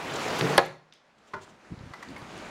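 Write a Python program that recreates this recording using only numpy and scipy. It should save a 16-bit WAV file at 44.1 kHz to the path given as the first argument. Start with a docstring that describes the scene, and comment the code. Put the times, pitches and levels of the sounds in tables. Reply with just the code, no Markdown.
"""Hail and rain roar outside an open window: a bed of noise peppered with tiny damped pings.
The sash scrapes and rumbles as friction shakes it, then bangs shut; pane and small room ring out.
The storm drops to a hush, in which the metal catch ticks and the wooden frame knocks.
Soft handling thumps and three hollow clacks follow, with single hailstones standing out,
while the storm's noise swells again."""
import sys
import numpy as np
from scipy import signal
from scipy.fft import rfft, irfft, next_fast_len
from scipy.io import wavfile
from scipy.ndimage import uniform_filter1d, map_coordinates

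SR = 44100
rng = np.random.default_rng(int(sys.argv[2]) if len(sys.argv) > 2 else 0)


def to_wav(s):
    """Save 16-bit WAV."""
    ch = np.atleast_2d(s).T  # columns
    pcm = np.round(np.clip(ch, -1, 1) * 32767)  # PCM
    wavfile.write(sys.argv[1], SR, pcm.astype(np.int16))


N = 110250
SHUT_S = 0.5792  # the sash hits home


def amp(db):
    """Decibels to gain."""
    return 10 ** (np.asarray(db) / 20)


def unit(x):
    """Scale to rms 1."""
    return x / np.sqrt(np.mean(x ** 2) + 1e-20)


def along(points, hz):
    """Read a (freq_hz, value) curve on a log frequency axis."""
    freqs, values = np.transpose(points)
    return np.interp(np.log(hz + 1), np.log(freqs + 1), values)


def fader(points):
    """Gain per sample from (time_s, level_db) points."""
    return amp(np.interp(np.arange(N) / SR, *np.transpose(points)))


def since(start_s):
    """Seconds since a moment, zero before it."""
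    return np.maximum(np.arange(N) / SR - start_s, 0)


def strike(start_s, t60_s, rise_s=0.00044):
    """Envelope of a hit: quick attack, exponential decay."""
    t = since(start_s)
    return (1 - np.exp(-t / rise_s)) * amp(-60 * t / t60_s)


def filtered(x, response):
    """Filter x by a gain that depends on frequency."""
    size = next_fast_len(N + SR // 4)
    return irfft(rfft(x, size) * response(np.fft.rfftfreq(size, 1 / SR)), size)[:N]


def equalised(x, colour):
    """Shape x with a (freq_hz, gain_db) curve."""
    return filtered(x, lambda f: amp(along(colour, f)))


def noise(colour):
    """Coloured noise of rms 1."""
    return unit(equalised(rng.standard_normal(N), colour))


def ring(modes, start_s, rise_s, wander_hz=0):
    """Struck, decaying modes; any pitch wander roughens them."""
    out = np.zeros(N)
    for hz, db, t60_s in modes:
        envelope = amp(db + rng.normal(0, 1)) * strike(start_s, t60_s, rise_s)
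        detune_hz = wander_hz * unit(uniform_filter1d(rng.standard_normal(N), size=200))
        cycles = hz * since(start_s) + np.cumsum(detune_hz) / SR + rng.random()
        out += envelope * np.sin(2 * np.pi * cycles)
    return out


# Decay of the small room: freq_hz, t60_s
ROOM_DECAY = [(100, 0.68), (300, .38), (1200, 0.41), (4000, 0.41), (8000, 0.31), (15000, 0.27)]


def in_room(x, wet_db):
    """Add the room's reflections, a noise tail that lasts longest in the bass."""
    hz, t, spectrum = signal.stft(rng.standard_normal(SR), SR, nperseg=256)
    decay = amp(-60 * t / along(ROOM_DECAY, hz)[:, None])
    tail = signal.istft(spectrum * decay, SR, nperseg=256)[1]
    tail *= 1 - np.exp(-np.arange(len(tail)) / SR / 0.0014)  # soft onset
    return x + amp(wet_db) * signal.fftconvolve(x, tail / np.linalg.norm(tail))[:N]


def tick(start_s, level_db, pitch_hz, half_width_hz, room_db):
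    """A very short contact: one band of a noise burst, with its splash in the room."""
    envelope = strike(start_s, t60_s=0.0045)
    spectrum = rfft(envelope * rng.standard_normal(N))
    flattened = irfft(spectrum / np.hypot(np.abs(spectrum), np.abs(spectrum).mean() / 2), N)
    burst = filtered(flattened, lambda f: 1 / (1 + ((f - pitch_hz) / half_width_hz) ** 4))
    burst *= np.linalg.norm(envelope) / np.linalg.norm(burst)
    return in_room(amp(level_db) * burst, room_db)


# Room tone: freq_hz, gain_db
HUSH_COLOUR = [(30, -17), (150, -14.5), (600, -2), (2000, -10), (3000, -20), (4500, -20), (9000, -39),
               (15000, -62.5)]


def hush():
    """The room's faint, steady noise floor."""
    return amp(-67) * noise(HUSH_COLOUR)


# Roar of far rain: freq_hz, gain_db
RAIN_COLOUR = [(20, -30), (45, -19), (80, -11.5), (160, -2), (330, -2), (600, -1), (1100, -4), (2300, -9),
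               (3000, -12.5), (5000, -19), (7200, -23), (8600, -28.5), (10300, -31), (12000, -35.5),
               (15500, -40)]


def rain(flurry_db=1.28, flurry_hz=750, flurry_s=0.05):
    """Far rain in flurries: the level drifts separately in each band."""
    hz, t, spectrum = signal.stft(noise(RAIN_COLOUR), SR, nperseg=512)
    grid = np.meshgrid(hz / flurry_hz, t / flurry_s, indexing="ij")
    flurries = map_coordinates(rng.standard_normal((256, 256)), grid, mode="mirror")
    return unit(signal.istft(spectrum * amp(flurry_db * flurries), SR, nperseg=512)[1][:N])


# Tone of the hail patter: freq_hz, gain_db
HAIL_COLOUR = [(20, -49), (150, -15.5), (400, 2), (7000, 1), (11000, -3), (15000, -21)]


def hail(per_s, centre_hz, ring_cycles=5.1, scatter_db=4, largest_db=16.5):
    """Stones of random size land at random, each ringing for a few damped cycles; rms 1."""
    when, size, pitch = rng.random((int(per_s * N / SR), 3)).T[:, :, None]
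    hz = np.clip(centre_hz * np.sqrt(pitch / (1 - pitch)), 300, 10000)
    size_db = np.minimum(-scatter_db * np.log(1 - size), largest_db)
    t = np.arange(400) / SR
    pings = amp(size_db) * np.sin(2 * np.pi * hz * t) * amp(-60 * hz * t / ring_cycles)
    positions = (when * N).astype(int) + np.arange(len(t))
    patter = np.bincount(positions.ravel(), pings.ravel(), N)[:N]
    return unit(equalised(patter, HAIL_COLOUR))


# Fader ride of the storm as heard in the room: time_s, level_db
STORM_RIDE = [(0, -38), (.1, -35.5), (.25, -31.5), (.4, -30.5), (.5, -29.5), (.57, -30.5), (.66, -43),
              (.8, -65), (1.0, -70.5), (1.07, -65), (1.15, -67), (1.27, -59), (1.46, -55), (1.58, -59),
              (1.66, -55.5), (1.85, -53), (2.05, -49.5), (2.25, -47), (2.38, -43), (2.5, -44)]
# Close stones relative to the storm, lost in the hush: time_s, level_db
NEAR_HAIL_RIDE = [(.6, -20.5), (.75, -38), (1.7, -27), (2.1, -25)]
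# Change of the storm's tone behind the shut window: freq_hz, gain_db
SHUT_COLOUR = [(80, -0.5), (300, 1), (600, -1), (1200, 1), (3500, -.5), (7500, 0.5), (10000, -0.5),
               (14000, -5)]


def storm(crossfade_s=0.1):
    """Rain, dense hail and a few near stones, quieter and a little duller once the window shuts."""
    dense = amp(-8.5) * hail(per_s=1800, centre_hz=1560)
    near = fader(NEAR_HAIL_RIDE) * hail(per_s=43, centre_hz=3900)
    outside = rain() + dense + near
    shut = np.minimum(since(SHUT_S) / crossfade_s, 1)
    return fader(STORM_RIDE) * ((1 - shut) * outside + shut * equalised(outside, SHUT_COLOUR))


# Spot hits of hail: start_s, level_db, pitch_hz, half_width_hz, room_db
HAILSTONE_HITS = [(1.098, -49, 2446, 499, 1), (1.478, -34, 1294, 702, -4), (1.649, -37.5, 1480, 700, 4),
                  (1.791, -39, 4000, 1200, -4), (1.937, -39, 4200, 700, -5.5), (2.088, -35, 4280, 707, -3),
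                  (2.105, -47, 9400, 3000, -6), (2.181, -44, 9500, 2800, 2), (2.378, -38, 9000, 2000, -9)]


def hailstones():
    """Single stones strike sharply enough to stand out from the storm."""
    return sum(tick(*hit) for hit in HAILSTONE_HITS)


# Soft handling thumps: start_s, level_db
HAND_THUMPS = [(1.705, -48.5), (1.722, -28), (1.738, -32), (1.775, -34), (1.808, -33), (1.836, -32.5),
               (1.86, -35), (1.873, -35), (1.907, -36.5), (2.222, -33)]
# Fader ride of the hand's rumble: time_s, level_db
RUB_RIDE = [(1.12, -79.5), (1.19, -67), (1.33, -79), (1.47, -68), (1.55, -60.5), (1.62, -72), (1.69, -59),
            (1.725, -38), (1.76, -63.5), (1.81, -53), (1.87, -52), (1.93, -59), (2.04, -65), (2.1, -43),
            (2.15, -48.5), (2.23, -52.5), (2.3, -54.5), (2.5, -50.5)]
# Tone of that rumble: freq_hz, gain_db
RUB_COLOUR = [(20, -18.5), (50, -3), (110, -1.5), (210, 4), (330, -2), (600, -31), (1500, -48), (5000, -68)]


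def handling(thump_hz=102.5):
    """A hand shifts on the microphone's body: a rolling rumble with soft low bumps in it."""
    pitches = thump_hz * np.exp(0.2 * rng.standard_normal(len(HAND_THUMPS)))
    bumps = np.zeros(N)
    for (s, db), hz in zip(HAND_THUMPS, pitches):
        envelope = amp(db) * strike(s, t60_s=0.028, rise_s=0.0017)
        bumps += envelope * 2 * np.cos(2 * np.pi * hz * since(s))
    return bumps + fader(RUB_RIDE) * noise(RUB_COLOUR)


# Three clacks, top note and grit relative to each: start_s, level_db, top_hz, top_db, grit_db
CLACK_HITS = [(1.9355, -33, 1990, -3.5, -6.5), (2.0267, -36, 1943, 1, -4), (2.1625, -36.5, 2185, 2, -5.5)]
# Their hollow body: pitch_hz, level_db, t60_s
CLACK_MODES = [(837, -14.5, 0.12), (980, -8, 0.08), (1319, -5, 0.05), (4190, -18, 0.044)]
# Tone of their grit: freq_hz, gain_db
GRIT_COLOUR = [(300, -34), (900, -3.5), (2100, -7), (2700, -19), (4600, -15), (6000, -21), (15000, -38)]


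def clacks(t60_s=0.05, rise_s=0.0008):
    """Light hollow contacts: a shared body, a top note of their own and some grit."""
    taps, grit_envelope = np.zeros((2, N))
    for s, db, top_hz, top_db, grit_db in CLACK_HITS:
        taps += amp(db) * ring(CLACK_MODES + [(top_hz, top_db, t60_s)], s, rise_s)
        grit_envelope += amp(db + grit_db) * strike(s, t60_s, rise_s)
    return taps + grit_envelope * noise(GRIT_COLOUR)


# Chatter of contacts within the knock: start_s, level_db
KNOCK_HITS = [(1.335, -34.5), (1.338, -28), (1.344, -34), (1.3494, -35.5), (1.364, -40.5)]
# Tone of the thud: freq_hz, gain_db
THUD_COLOUR = [(60, -30), (300, -12), (700, -22), (1050, 5.5), (1450, 3.5), (2200, -12.5), (4200, -16),
               (6000, -23), (15000, -49)]
# Ring of the wood: pitch_hz, level_db, t60_s
WOOD_MODES = [(125.9, -14.5, 0.38), (225, -13, 0.22), (373, -3.5, 0.18), (629, -7, 0.15), (962, 0.5, 0.15),
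              (1045, 5, 0.049), (1390, 0.5, 0.05), (2000, -7, 0.044), (2410, -13, .08)]


def frame_knock():
    """A dull, rattling blow on the wooden frame: every contact rings it anew."""
    thud = sum(amp(db) * strike(s, t60_s=0.023) for s, db in KNOCK_HITS) * noise(THUD_COLOUR)
    wood = sum(amp(db) * ring(WOOD_MODES, s, rise_s=0.00046, wander_hz=30.7) for s, db in KNOCK_HITS)
    return amp(-3) * thud + amp(-7.5) * wood


# Bright ticks of the moving sash, the bang and the catch: start_s, level_db, pitch_hz, half_width_hz, room_db
BRIGHT_TICKS = [(.3885, -26, 11000, 3500, -3), (.4108, -7, 2600, 2050, -26), (0.5794, -1.5, 3950, 1240, -29),
                (0.5784, -8, 9800, 2100, -26), (0.5828, -10, 3700, 1700, -29),
                (.6622, -36.5, 11500, 1514, -15), (.9245, -34.5, 3514, 350, -5.5),
                (0.9249, -36, 3900, 2400, 1), (0.937, -44.5, 6000, 4470, -6)]


def bright_ticks():
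    """Bright ticks as the sash moves and in the crack as it bangs home; the metal catch ticks in the hush
    after."""
    return sum(tick(*hit) for hit in BRIGHT_TICKS)


# Brief scrapes and rustles: start_s, length_s, level_db
SCRAPE_STROKES = [(0.134, 0.012, -41), (0.154, 0.015, -39.5), (0.209, 0.059, -45.5), (0.278, 0.012, -41.5),
                  (0.389, 0.011, -36), (0.493, 0.011, -45), (0.646, 0.014, -50), (0.679, 0.0086, -60),
                  (1.18, .012, -68), (1.266, .035, -65.5), (1.409, 0.044, -56), (1.486, 0.026, -62.5),
                  (2.024, 0.014, -52.5), (2.084, 0.0088, -55)]
# Their hiss: freq_hz, gain_db
SCRAPE_COLOUR = [(300, -26), (1500, -8), (3500, 6), (5200, -2), (7200, 4), (9000, -7.5), (11500, -19),
                 (15000, -22.5)]


def scrapes():
    """Short hissing strokes, each swelling and falling in one arch."""
    envelope = np.zeros(N)
    for s, length_s, db in SCRAPE_STROKES:
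        progress = np.minimum(since(s) / length_s, 1)
        envelope += amp(db) * np.sqrt(np.abs(np.sin(np.pi * progress)))
    return envelope * noise(SCRAPE_COLOUR)


# Fader ride of the sash running in its frame: time_s, level_db
SASH_RIDE = [(.3, -70.5), (.408, -38.5), (.413, -26), (.423, -25.5), (.432, -25), (.467, -27),
             (.485, -33.5), (.502, -23.5), (.53, -36.5), (.575, -36), (.6, -61.5)]
# Low resonances of the sash: pitch_hz, width_hz, level_db
SASH_RESONANCES = [(124, 8.3, 1), (160.7, 14, 6), (337, 64, -0.5), (464, 72, -1.5)]


def sash_rumble():
    """Friction shakes the moving sash at its low resonances."""
    def body(f):
        """Band-pass peaks, summed in alternating polarity."""
        return sum((-1) ** k * amp(db) * 1j * f * width / (hz * hz - f * f + 1j * f * width)
                   for k, (hz, width, db) in enumerate(SASH_RESONANCES))

    t = np.arange(N) / SR
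    moving = (t > SASH_RIDE[0][0]) & (t < SASH_RIDE[-1][0])
    return fader(SASH_RIDE) * moving * unit(filtered(rng.standard_normal(N), body))


# Contacts of sash on frame: start_s, level_db
BANG_HITS = [(0.5792, -9), (0.58, -8), (0.583, -16.5), (0.5914, -13.5)]
# Tone of the crack: freq_hz, gain_db
CRACK_COLOUR = [(30, -11.5), (120, -8), (300, -7), (500, 3.5), (750, 3), (1200, -7.5), (1800, -2.5),
                (2700, -13), (4400, -10), (5700, -26), (9000, -33.5), (12000, -42.5), (15000, -43.5)]
# Ring of pane and frame: pitch_hz, level_db, t60_s
PANE_MODES = [(151.6, -20, 0.64), (335, -5.5, 0.14), (368.4, -6.5, 0.28), (472, -2.5, .19),
              (543, -0.5, 0.23), (646, 0.5, 0.13), (716, -1.5, .17), (793, 2, 0.15), (958, -10, .2),
              (1070, 3, 0.1), (1278, 0.5, 0.11), (1694, 4, 0.075), (2060, -10.5, .08), (2317, -9, 0.082)]


def sash_bang():
    """The sash hits home in a quick chatter of contacts and the pane rings."""
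    envelope = sum(amp(db) * strike(s, t60_s=0.021) for s, db in BANG_HITS)
    crack = envelope * noise(CRACK_COLOUR)
    crack *= np.linalg.norm(envelope) / np.linalg.norm(crack)
    pane = ring(PANE_MODES, SHUT_S, rise_s=0.00074, wander_hz=12)
    return crack + amp(-20) * pane


def scene():
    """Mono mix of the window, the small noises in the room and the storm."""
    slam = in_room(sash_bang(), wet_db=-16.5) + bright_ticks()
    woodwork = in_room(sash_rumble() + scrapes() + frame_knock(), wet_db=-9)
    small_noises = in_room(clacks(), wet_db=-6.5) + handling()
    background = storm() + hush() + hailstones()
    return (slam + woodwork + small_noises + background)[None]


def record(dry):
    """Round off the peaks, cut one narrow notch and limit the treble."""
    ceiling, notch_hz, notch_width_hz, top_hz = 0.66, 8020, 73, 15850
    rounded = dry[0] / (1 + np.abs(dry[0] / ceiling) ** 6) ** (1 / 6)
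    notch = lambda f: (notch_hz ** 2 - f * f) / (notch_hz ** 2 - f * f + 2j * f * notch_width_hz)
    return filtered(rounded, lambda f: notch(f) * (f < top_hz))[None]


dry = scene()
out = record(dry)
to_wav(out)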